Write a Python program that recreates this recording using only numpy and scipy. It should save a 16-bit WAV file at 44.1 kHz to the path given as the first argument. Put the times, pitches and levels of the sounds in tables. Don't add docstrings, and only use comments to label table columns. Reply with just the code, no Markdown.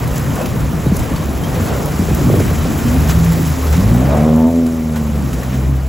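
import sys
import numpy as np
from scipy import signal
from scipy.fft import rfft, irfft
from scipy.io import wavfile
from scipy.ndimage import uniform_filter1d

SR = 44100
rng = np.random.default_rng(int(sys.argv[2]) if len(sys.argv) > 2 else 0)


def how_loud(loudness_db):
    steps = np.asarray(loudness_db, float) / 20
    return 10 ** steps


def int16_out(signal):
    q = np.round(np.clip(np.atleast_2d(signal).T, -1, 1) * 32767)
    wavfile.write(sys.argv[1], SR, q.astype(np.int16))


N = 259308

# (time [s], firing rate [Hz], load [dB], dulling [dB per order])
REV = [
    [(3.5, 37.2, -17, 7), (3.64, 37.3, -13, 6), (3.72, 37.15, -7.5, 3), (3.79, 44.47, -8, 1.5),
     (3.86, 52.82, -4, 4), (3.99, 62.86, -12, 3.5), (4.15, 73.65, -15, 1.5), (4.258, 77.27, -17, -2),
     (4.44, 80.5, -17, -2.5)],
    [(4.512, 82.7, -26, -2.5), (4.594, 83.36, -15, -0.5), (4.75, 80.65, -25.5, -1), (4.9, 78.4, -21, -0.5),
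     (5.17, 72.6, -21, 1)],
    [(5.27, 66.5, -22, 5), (5.4, 62.2, -22.5, 4.5), (5.728, 66.43, -13.5, 5.5), (5.88, 65.8, -16.5, 11)],
]
# (time [s], firing rate [Hz], load [dB])
PULL = [
    (2.75, 60.68, -17),
    (2.984, 74.4, -15),
    (3.11, 80.7, -14.5),
    (3.25, 83.76, -15.5),
    (3.4, 81.33, -16),
    (3.52, 76.5, -17),
    (3.6, 74.5, -34),
    (3.65, 74.5, -50),
]
# (centre [Hz], width [Hz], level [dB])
REV_PIPE = [(68, 38, 1), (107, 9.5, -2.5), (130, 33, 2), (151.3, 22, -3.5), (182, 23, 3.5), (216.6, 26, 1),
            (247.3, 32, 5), (326, 21, -12), (423.6, 73, -13.5), (573, 217, -9.5)]
PULL_PIPE = [(76, 13, -0.5), (121.5, 17, 2.5), (153, 14, -4), (170, 24.5, 2), (226, 33, -0.5),
             (247.7, 22, -1)]
# (time [s], gain [dB], order [-], length [s])
ORDER_BEATS = [(3.93, 5.5, 3, .04), (4.12, -7, 3, 0.062), (4.25, 4, 2, 0.14), (4.25, 5.5, 4, 0.091),
               (4.3, 2.5, 5, 0.092), (4.48, 7, 1, .04), (4.68, -6, 2, .07), (4.7, -1.5, 5.5, 0.27),
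               (5.1, -9, 5.5, 0.15), (5.2, 3.5, 3, .05), (5.34, -11, 3, .05), (5.33, 7, 4, 0.049),
               (5.55, 6.5, 3, .1), (5.1, -8, 4, 0.072), (3.8, 11.5, 6, 0.053), (4.04, 7, 3, .05),
               (4.12, 6, 4, .07), (3.8, -3, 4, .04), (4.62, -5, 1, 0.074), (4.6, -4.5, 2, .06),
               (4.9, 6, 10, .1), (5.42, -2, 1, .03), (4.55, 6, 7, .1), (4.17, 8, 6.8, .08),
               (4.28, 4, 7, .06), (3.64, -8, 4, .08)]
# (time [s], level [dB])
BARK = [
    (3.95, -41),
    (4.1, -31),
    (4.17, -27.5),
    (4.3, -29.5),
    (4.47, -31),
    (4.56, -42.5),
    (4.8, -51),
    (4.93, -42),
    (5.05, -51.5),
]
# (centre [Hz], width [Hz], level [dB])
BARK_PIPE = [(578, 83, 7), (650, 39, 8), (735, 80, 2), (820, 84, -7), (893, 106, -5)]
# (time [s], length [s], level [dB], start pitch [Hz], end pitch [Hz])
MOANS = [(0.0, 0.47, -23.5, 136.7, 140.5), (0.53, 0.19, -21.5, 147.8, 149), (1.38, 0.19, -24, 134.7, 134.5),
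         (1.581, 0.073, -13.5, 90, 90), (2.08, .1, -23, 74.5, 78), (2.3, 0.17, -16, 94.3, 93.4),
         (2.46, .19, -19, 83.3, 80), (2.54, 0.26, -28, 216.6, 272), (2.6, 0.092, -17, 158, 163),
         (2.76, 0.1, -20, 126, 130), (3.13, .09, -20, 58, 58), (3.38, 0.1, -19, 135, 137),
         (3.43, 0.3, -24, 270, 254), (5.3, .11, -22, 58, 56.44), (0.72, .1, -22, 150, 157),
         (1.54, .07, -21, 172, 150), (1.71, .09, -20, 148, 122), (1.84, .08, -20.5, 140, 156),
         (1.97, 0.068, -18.5, 85, 88), (2.18, .09, -18, 134.4, 150)]
# (time [s], peak [dB])
ROAR = [
    (3.93, -30),
    (4.17, -28),
    (4.3, -34),
]
# (centre [Hz], width [Hz], level [dB])
ROAR_MODES = [(570, 50, 9), (650, 45, 8), (722, 40, 9), (810, 60, 3)]
# (time [s], effort [dB])
RUMBLE = [(0.0, -25), (0.33, -20.5), (0.42, -20.5), (0.6, -19.5), (0.79, -20.5), (1.3, -19), (1.6, -22),
          (1.9, -19.5), (2.2, -19), (2.6, -19.5), (2.8, -19.5), (3.1, -13.5), (3.45, -20.5), (3.7, -18.5),
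          (4.15, -17.5), (4.6, -30), (5.3, -24), (5.88, -28.5)]
# (centre [Hz], width [Hz], level [dB])
BOOM = [(44, 30, -0.5), (68.8, 22, 8)]
DRONE = [(112.4, 25.7, -5), (130, 51, -9.5), (171.3, 22, -9)]
GROWL = [(198.2, 59, 0), (252, 64, -1.5), (299.5, 73.5, -3.5), (390, 124, -22)]
# (time [s], gain [dB], pitch [Hz], length [s])
LURCHES = [(0.01, 11, 130, 0.13), (0.25, 4, 130, 0.11), (0.4, -13, 99, 0.056), (0.6, 5.5, 111, 0.08),
           (0.88, 3, 99, 0.036), (0.93, -2, 200, 0.02), (1.0, 15, 65.6, 0.02), (1.08, -4, 90.5, 0.035),
           (1.21, 2.5, 69, 0.032), (1.27, -6, 130, .06), (1.5, 1.5, 130, 0.11), (1.62, -6, 55, .06),
           (1.62, 7.5, 260, 0.034), (2.0, -6, 189, 0.092), (2.11, 1, 90, 0.035), (2.29, 11, 106, 0.094),
           (2.31, 7, 260, 0.18), (2.5, 3, 95.5, 0.11), (2.62, 5, 69, 0.043), (2.69, 7, 260, 0.033),
           (2.95, 0.5, 260, 0.045), (3.1, 0, 110, 0.089), (3.25, -0.5, 70, .1), (3.3, -4, 270, 0.072),
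           (3.4, 7, 235, 0.048), (3.62, -3.5, 150.1, .08), (3.73, -4, 260.3, 0.035), (3.96, 3.5, 253, 0.1),
           (5.35, 4, 60, 0.058), (5.33, 0.5, 300, 0.057), (5.24, 6, 260, .07), (5.6, 4, 260, .1),
           (2.97, -4, 130, .05), (4.25, 3, 99, .1), (5.7, 10, 184, .08), (3.5, -7, 69, .25),
           (5.55, -8, 69, .35), (3.6, -5, 260, .15), (3.15, -4, 260, .1), (3.95, -4, 130, .2),
           (4.05, -6, 69, .25)]
# (time [s], flow [dB], microphone facing the spray [dB])
WATER = [(0.0, -34, -0.5), (0.4, -33, -0.5), (0.6, -35, -0.5), (1.0, -34.5, -1), (1.35, -35, -0.5),
         (1.6, -31.5, -0.5), (1.9, -33.5, 0.5), (2.25, -31, 1), (2.6, -32, 0.5), (2.9, -30.5, 0.5),
         (3.2, -31, 0.5), (3.5, -32.5, 1.5), (3.75, -31, 0.5), (4.15, -32.5, -2.5), (4.5, -39, 1),
         (5.0, -39, 0), (5.45, -36, 0.5), (5.88, -41.5, -0.5)]
# (frequency [Hz], density [dB per Hz])
CHURN = [(330, -4), (450, 0), (600, -2), (800, -5), (1100, -9), (1500, -15)]
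WASH = [(1000, 1.5), (1400, -1), (2000, -1), (2800, -5.5), (4000, -10.5)]
SPRAY = [(3000, -3.5), (4000, -1.5), (5000, 2), (6500, 3), (8000, 4), (11500, 0.5), (13000, 3),
         (15000, 2.5), (16000, 1)]
# (time [s], swell [dB], pitch [Hz], length [s])
WAVES = [(0.06, 1, 1500, 0.039), (0.18, 1.5, 6000, 0.033), (0.41, 6, 700, 0.049), (0.38, 2, 900, .07),
         (1.7, 2.5, 1000, .1), (2.35, 4, 550, .07), (2.2, 3, 550, .02), (0.87, 1.5, 8000, .02),
         (0.96, 3.5, 8000, 0.044), (1.08, 2.5, 2070, 0.11), (1.47, 2.5, 800, 0.037), (1.65, 3, 8000, 0.038),
         (1.73, 5, 795, 0.049), (1.85, 4.5, 600, 0.071), (2.31, 0, 1490, 0.019), (2.41, 1.5, 2500, 0.022),
         (2.49, 4, 1500, .03), (2.88, 2.5, 1500, 0.031), (3.1, 6, 3980, 0.022), (3.47, 3, 8000, 0.018),
         (3.75, 3.5, 2500, 0.025), (4.14, 4, 600, 0.042), (4.21, 4.5, 1500, 0.037), (4.96, 8, 1007, 0.027),
         (5.53, 7, 1500, 0.028), (5.63, 5.5, 1204, 0.024)]
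# (time [s], peak [dB], t60 [s])
SLAPS = [(0.1276, -37, 0.047), (0.1594, -29, 0.053), (0.4125, -32, 0.098), (0.457, -17, 0.04),
         (0.603, -24, 0.06), (0.9911, -30, 0.3), (1.158, -27, 0.18), (1.4356, -27, 0.064),
         (2.3994, -27, 0.07), (2.5326, -35, 0.07), (3.0887, -21, 0.12), (3.3204, -26, 0.068),
         (3.473, -33, 0.069), (3.726, -16, 0.053), (4.664, -25, 0.027), (4.9577, -26, 0.18),
         (5.1547, -36, 0.05), (5.3303, -21, 0.046), (5.4312, -31, 0.051), (5.5303, -35, 0.053)]
# (time [s], peak [dB], pitch [Hz])
DRIPS = [(0.13, -36, 2690), (0.413, -31, 2570), (0.869, -38, 3850), (1.1618, -37, 4450),
         (1.4364, -31.5, 3140)]
# (time [s], peak [dB])
TICKS = [(0.075, -20), (0.158, -18), (0.1795, -15.5), (0.3551, -19), (0.9662, -13.5), (0.992, -17),
         (1.858, -15.5), (2.1476, -13.5), (2.8654, -24), (3.246, -17), (3.3204, -19), (3.473, -22),
         (4.3605, -23), (4.666, -25), (4.968, -37), (5.335, -35), (5.4326, -29)]
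# (time [s], peak [dB], pitch [Hz], snap [dB])
THUMPS = [(0.288, -13, 130, -37), (0.728, -5, 167, -34), (0.861, 4, 155, -9), (0.9165, 4, 200, -12),
          (0.947, -11, 160, -17), (0.999, -14, 131, -28), (1.202, -17, 182, -28), (1.99, 2, 196, -25),
          (2.01, -3, 215, -16), (2.022, -12, 250, -14), (2.215, -8, 200, -16), (2.247, -3, 140, -30),
          (2.323, -3, 130, -25), (2.085, -8, 170, -10), (2.109, 1, 150, -11), (2.267, 0, 125, -14),
          (2.299, -12, 190, -4), (2.317, -23, 254, -11), (2.339, -4, 200, -5), (2.378, -16, 250, -13),
          (2.402, -19, 203, -6), (2.461, -3, 130, -38), (2.511, -5, 150, -11), (2.661, -40, 157, -38),
          (5.154, -25, 302.3, -19)]
# (frequency [Hz], likeness [-])
LIKENESS = [(60, 0.92), (300, 0.79), (700, 0.68), (1200, 0.7), (1700, 0.91), (2300, 0.64), (3300, 0.49),
            (4500, 0.91), (8000, 0.84), (15000, 1)]
# (from [Hz], to [Hz])
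NO_SUM = [(8250, 9610), (13180, 13760)]
NO_DIFFERENCE = [(4350, 7950), (11000, 11720), (15200, 22050)]
PATCHY_HZ = [1950, 2600, 3100, 3700, 4350]
SUM_RETURNS_S = [.36, .54, .69, .87, 1.0, 1.1, 2.67, 3.97, 4.2, 4.67, 4.74, 4.98, 5.33, 5.55]


def rms_one(x):
    return x / np.sqrt(np.mean(x ** 2) + 1e-20)


def in_time(rows):
    s, *columns = np.transpose(rows)
    return [np.interp(np.arange(N) / SR, s, c) for c in columns]


def at_hz(points, hz):
    points_hz, values = np.transpose(points)
    return np.interp(np.log(hz), np.log(points_hz), values)


def drift(rate_hz):
    r = np.exp(-80 * np.pi * rate_hz / SR)
    noise = rng.standard_normal(N // 40 + 2002)
    slow = signal.lfilter([1], [1, -2 * r, r * r], noise)[2000:]
    return np.interp(np.arange(N) / 40, np.arange(len(slow)), rms_one(slow))


def resonate(x, hz, width_hz):
    r = np.exp(-np.pi * width_hz / SR)
    poles = [1, -2 * r * np.cos(2 * np.pi * hz / SR), r * r]
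    return signal.lfilter([(1 - r * r) / 2, 0, (r * r - 1) / 2], poles, x)


def spread(mid, side, hz):
    alike = np.clip(at_hz(LIKENESS, hz), 0, 1)
    return np.sqrt(1 + alike) * mid + np.sqrt(1 - alike) * side * [[1], [-1]]


def swells(events, hz, octaves, rise_share=0.72):
    t = np.arange(0, N, 64) / SR
    gain_db = 0
    for s, db, pitch, length_s in events:
        pitch_off = np.log2(pitch / hz) / octaves
        time_off = (t - s) / np.where(t < s, rise_share * length_s, length_s)
        gain_db = gain_db + db * np.exp(-pitch_off ** 2 - time_off ** 2)
    return np.interp(np.arange(N) / SR, t, gain_db)


def through(pipe, hz):
    power = sum(how_loud(2 * db) / (1 + (2 * (hz - f) / width) ** 2) ** 2 for f, width, db in pipe)
    return 10 * np.log10(power)


def dying(events, t60s_s):
    out = np.zeros(N)
    for (s, db, *_), t60_s in zip(events, t60s_s):
        start = round(s * SR)
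        t = np.arange(N - start)[:SR // 2] / SR
        out[start:][:len(t)] += how_loud(db - 60 * t / max(t60_s, .01)) * (1 - np.exp(-t / .001))
    return out


def orders(rows, firing_hz, voices, wobble_db, waver):
    t = np.arange(N) / SR
    turn = 2 * np.pi * np.cumsum(firing_hz * (1 + waver * drift(9))) / SR
    eased = np.clip((t - 4.48) / .08, 0, 1)
    tone = 0
    for k, level_db in voices:
        flicker = drift(12)
        phase = .45 * k + np.pi / 2 * eased + .1 * np.sqrt(k) * flicker[::-1]
        tone = tone + how_loud(level_db + wobble_db * flicker) * np.cos(k * turn + phase)
    fade_in = np.clip((t - rows[0][0]) / 0.14, 0, 1)
    fade_out = np.clip((rows[-1][0] + 0.19 - t) / 0.015, 0, 1)
    return -np.sqrt(2) * tone * fade_in * fade_out


def barking_db(k, hz):
    return in_time(BARK)[0] + through(BARK_PIPE, k * hz)


def engine():
    rows = np.concatenate(REV)
    hz, load_db, dulling_db = in_time(rows)
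    lugging_db = .8 * np.maximum(68 - hz, 0)
    voices = []
    for k in range(1, 11):
        dull_db = dulling_db * min(k - 1, 3.83)
        lug_db = (k % 2 + 0.7 * max(k - 5, 0)) * lugging_db
        silencer_db = 90 * np.maximum(k * hz - 440, 0) / 1000
        db = load_db - dull_db - lug_db + through(REV_PIPE, k * hz) - silencer_db
        db = db + swells(ORDER_BEATS, k, octaves=.25)
        if k >= 7:
            db = 10 * np.log10(how_loud(2 * db) + how_loud(2 * barking_db(k, hz)))
        voices.append((k, db))
    rev = orders(rows, hz, voices, wobble_db=1.4, waver=.0028)
    hz, load_db = in_time(PULL)
    voices = [(k, load_db + through(PULL_PIPE, k * hz)) for k in (1, 2, 3.5)]
    both = rev + orders(PULL, hz, voices, wobble_db=1.2, waver=.003)
    return both + how_loud(-24.5) * np.roll(both, 130) * [[1], [-1]]


def bark():
    hz = in_time(np.concatenate(REV))[0]
    voices = [(k, barking_db(k, hz)) for k in (11, 12)]
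    tone = orders(BARK, hz, voices, wobble_db=3.0, waver=.003)
    return tone + how_loud(-13) * np.roll(tone, 40) * [[1], [-1]]


def moans():
    out, waver, flicker = np.zeros(N), drift(10), drift(15)
    for s, length_s, db, from_hz, to_hz in MOANS:
        span = slice(round(s * SR), round((s + length_s) * SR))
        share = np.linspace(0, 1, len(out[span]))
        hz = (from_hz + (to_hz - from_hz) * share) * (1 + .01 * waver[span])
        swell = np.sqrt(np.sin(np.pi * share).clip(0))
        level = how_loud(db + 3 + 1.3 * flicker[span])
        out[span] += level * swell * np.sin(2 * np.pi * np.cumsum(hz) / SR)
    return out


def roar():
    hz = in_time(np.concatenate(REV))[0]
    pulse = (1 + 1.1 * np.cos(2 * np.pi * np.cumsum(hz) / SR)) ** 2
    gulp = pulse * rng.standard_normal((2, N))
    rung = sum(how_loud(db) * resonate(resonate(gulp, f, width), f, width) for f, width, db in ROAR_MODES)
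    t = np.arange(N) / SR
    open_wide = 0
    for s, db in ROAR:
        slope_db_per_s = np.where(t < s, 90, 45)
        open_wide = open_wide + how_loud(db - abs(t - s) * slope_db_per_s)
    return open_wide * rms_one(spread(*rung, 600))


def rumble():
    struck = rng.random((2, N)) < 90 / SR
    strength = how_loud(2.5 * np.minimum(rng.exponential(1, (2, N)), 3))
    knocks = struck * strength * rng.choice([-1, 1], (2, N))
    drive = rms_one(knocks) * 0.66 + rng.standard_normal((2, N))
    effort_db = in_time(RUMBLE)[0]
    out = 0
    for modes, share_db in ((BOOM, 0.5), (DRONE, 0), (GROWL, -0.5)):
        level_db = effort_db + share_db + swells(LURCHES, modes[1][0], octaves=0.57)
        rung = 0
        for k, (hz, width_hz, db) in enumerate(modes):
            twice = resonate(resonate(drive, hz, 1.54 * width_hz), hz, 1.54 * width_hz)
            rung = rung + how_loud(db) * (-1) ** k * twice
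        out = out + how_loud(level_db - 2.5) * rms_one(spread(*rung, modes[0][0]))
    return out


def rush(spectrum, patchy_db, grains, shared):
    low, high = spectrum[0][0], min(spectrum[-1][0], .45 * SR)
    edges = np.geomspace(low, high, round(3 * np.log2(high / low)) + 1)
    strength = how_loud(4.5 * np.minimum(rng.exponential(1, N), 5))
    drops = rms_one((rng.random(N) < 900 / SR) * strength)
    white = rng.standard_normal((2, 2, N)) * (1 + grains * uniform_filter1d(drops, size=40))
    out = 0
    for k, (a, b) in enumerate(zip(edges, edges[1:])):
        band = signal.butter(2, [a, b], "band", fs=SR, output="sos")
        mid, side = signal.sosfilt(band, white[k % 2])
        hz = np.sqrt(a * b)
        level_db = at_hz(spectrum, hz) + patchy_db * drift(28.4) + shared
        out = out + how_loud(level_db) * spread(mid, side, hz)
    return rms_one(out)


def water():
    flow_db, facing_db = in_time(WATER)
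    churn_db = flow_db + 6 - facing_db + swells(WAVES, 540, octaves=1.33)
    wash_db = flow_db + swells(WAVES, 2800, octaves=1.33)
    spray_db = flow_db + 0.5 + facing_db + swells(WAVES, 6400, octaves=1.33)
    surge_db = 0.52 * drift(43) + 0.1 * drift(60)
    slaps = dying(SLAPS, [t60_s for _, _, t60_s in SLAPS])
    churn = how_loud(churn_db) * rush(CHURN, patchy_db=1.76, grains=0.11, shared=0.21 * surge_db)
    wash = rush(WASH, patchy_db=1.0, grains=.9, shared=.5 * surge_db)
    spray = rush(SPRAY, patchy_db=1.25, grains=1.0, shared=surge_db)
    wash = (how_loud(wash_db) + how_loud(-11) * slaps) * wash
    spray = (how_loud(spray_db) + how_loud(-10) * slaps) * spray
    return churn + wash + spray


def drips():
    out = np.zeros(N)
    t = np.arange(SR // 20) / SR
    for s, db, hz in DRIPS:
        ring = np.sin(2 * np.pi * hz * t * (1 + 0.6 * t)) * np.exp(-t / 0.016)
        out[round(s * SR):][:len(t)] += how_loud(db + 3) * ring
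    return out


def thumps():
    out = np.zeros(N)
    t = np.arange(SR // 10) / SR
    snap_turn = 2 * np.pi * np.cumsum(300 + 300 * np.exp(-t / .004)) / SR
    snap = (1 - np.exp(-t / .0015)) * np.exp(-t / .005) * np.sin(snap_turn)
    swing_lag_s = .0025
    for s, db, hz, snap_db in THUMPS:
        turn = 2 * np.pi * np.cumsum(.85 * hz + 250 * np.exp(-t / .003)) / SR
        swell = how_loud(db - 1) * (1 - np.exp(-t / 0.0031)) * np.exp(-t * hz / 2.12)
        out[round(s * SR):][:len(t)] -= how_loud(snap_db + 5) * snap
        out[round((s + swing_lag_s) * SR):][:len(t)] -= swell * np.sin(turn)
    return signal.sosfilt(signal.butter(2, 900, fs=SR, output="sos"), out)


def ticks():
    highpass = signal.butter(4, 5800, "high", fs=SR, output="sos")
    bright = signal.sosfilt(highpass, rng.standard_normal((2, N)))
    return dying(TICKS, [.02] * len(TICKS)) * spread(*bright, 9000)


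def scene():
    vehicle = engine() + bark() + moans() + roar() + rumble()
    river = water() + drips()
    microphone = thumps() + ticks()
    return (vehicle + river + microphone) * how_loud(np.array([[.15], [-.15]]))


def band_limit(x):
    return signal.sosfilt(signal.butter(12, 17110, fs=SR, output="sos"), x)


def record(dry):
    hz, t = np.arange(N // 2 + 1) * SR / N, np.arange(N) / SR
    treble_lead = np.pi * (hz - 11200) / 4400
    low_lead = -.15 * np.exp(-((hz - 3100) / 500) ** 2)
    lead_rad = np.where(hz > 7950, treble_lead, low_lead)
    rounded = .98 * dry / (1 + abs(dry) ** 3) ** (1 / 3)
    passed = (hz < 15800) * (hz > 15)
    left, right = rfft(rounded) * np.exp(1j * lead_rad * [[1], [-1]]) * passed
    total, difference = (left + right) / 2, (left - right) / 2

    def inside(low, high):
        return (hz > low) & (hz < high)

    back = sum(np.clip(2 - abs(t - s) / .015, 0, 1) for s in SUM_RETURNS_S)
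    mid = irfft(total * (1 - sum(inside(*band) for band in NO_SUM)), N)
    mid += back * irfft(total * inside(*NO_SUM[0]), N)
    dropped = sum(inside(*band) for band in NO_DIFFERENCE) + inside(*PATCHY_HZ[::4])
    side = irfft(difference * (1 - dropped), N)
    for low, high, rarity in zip(PATCHY_HZ, PATCHY_HZ[1:], (1.0, .1, 0., 1.1)):
        patches = np.clip(3 * (drift(12) - rarity), 0, 1)
        side += patches * irfft(difference * inside(low, high), N)
    return band_limit(np.array([mid + side, mid - side]))


dry = scene()
out = record(dry)
int16_out(out)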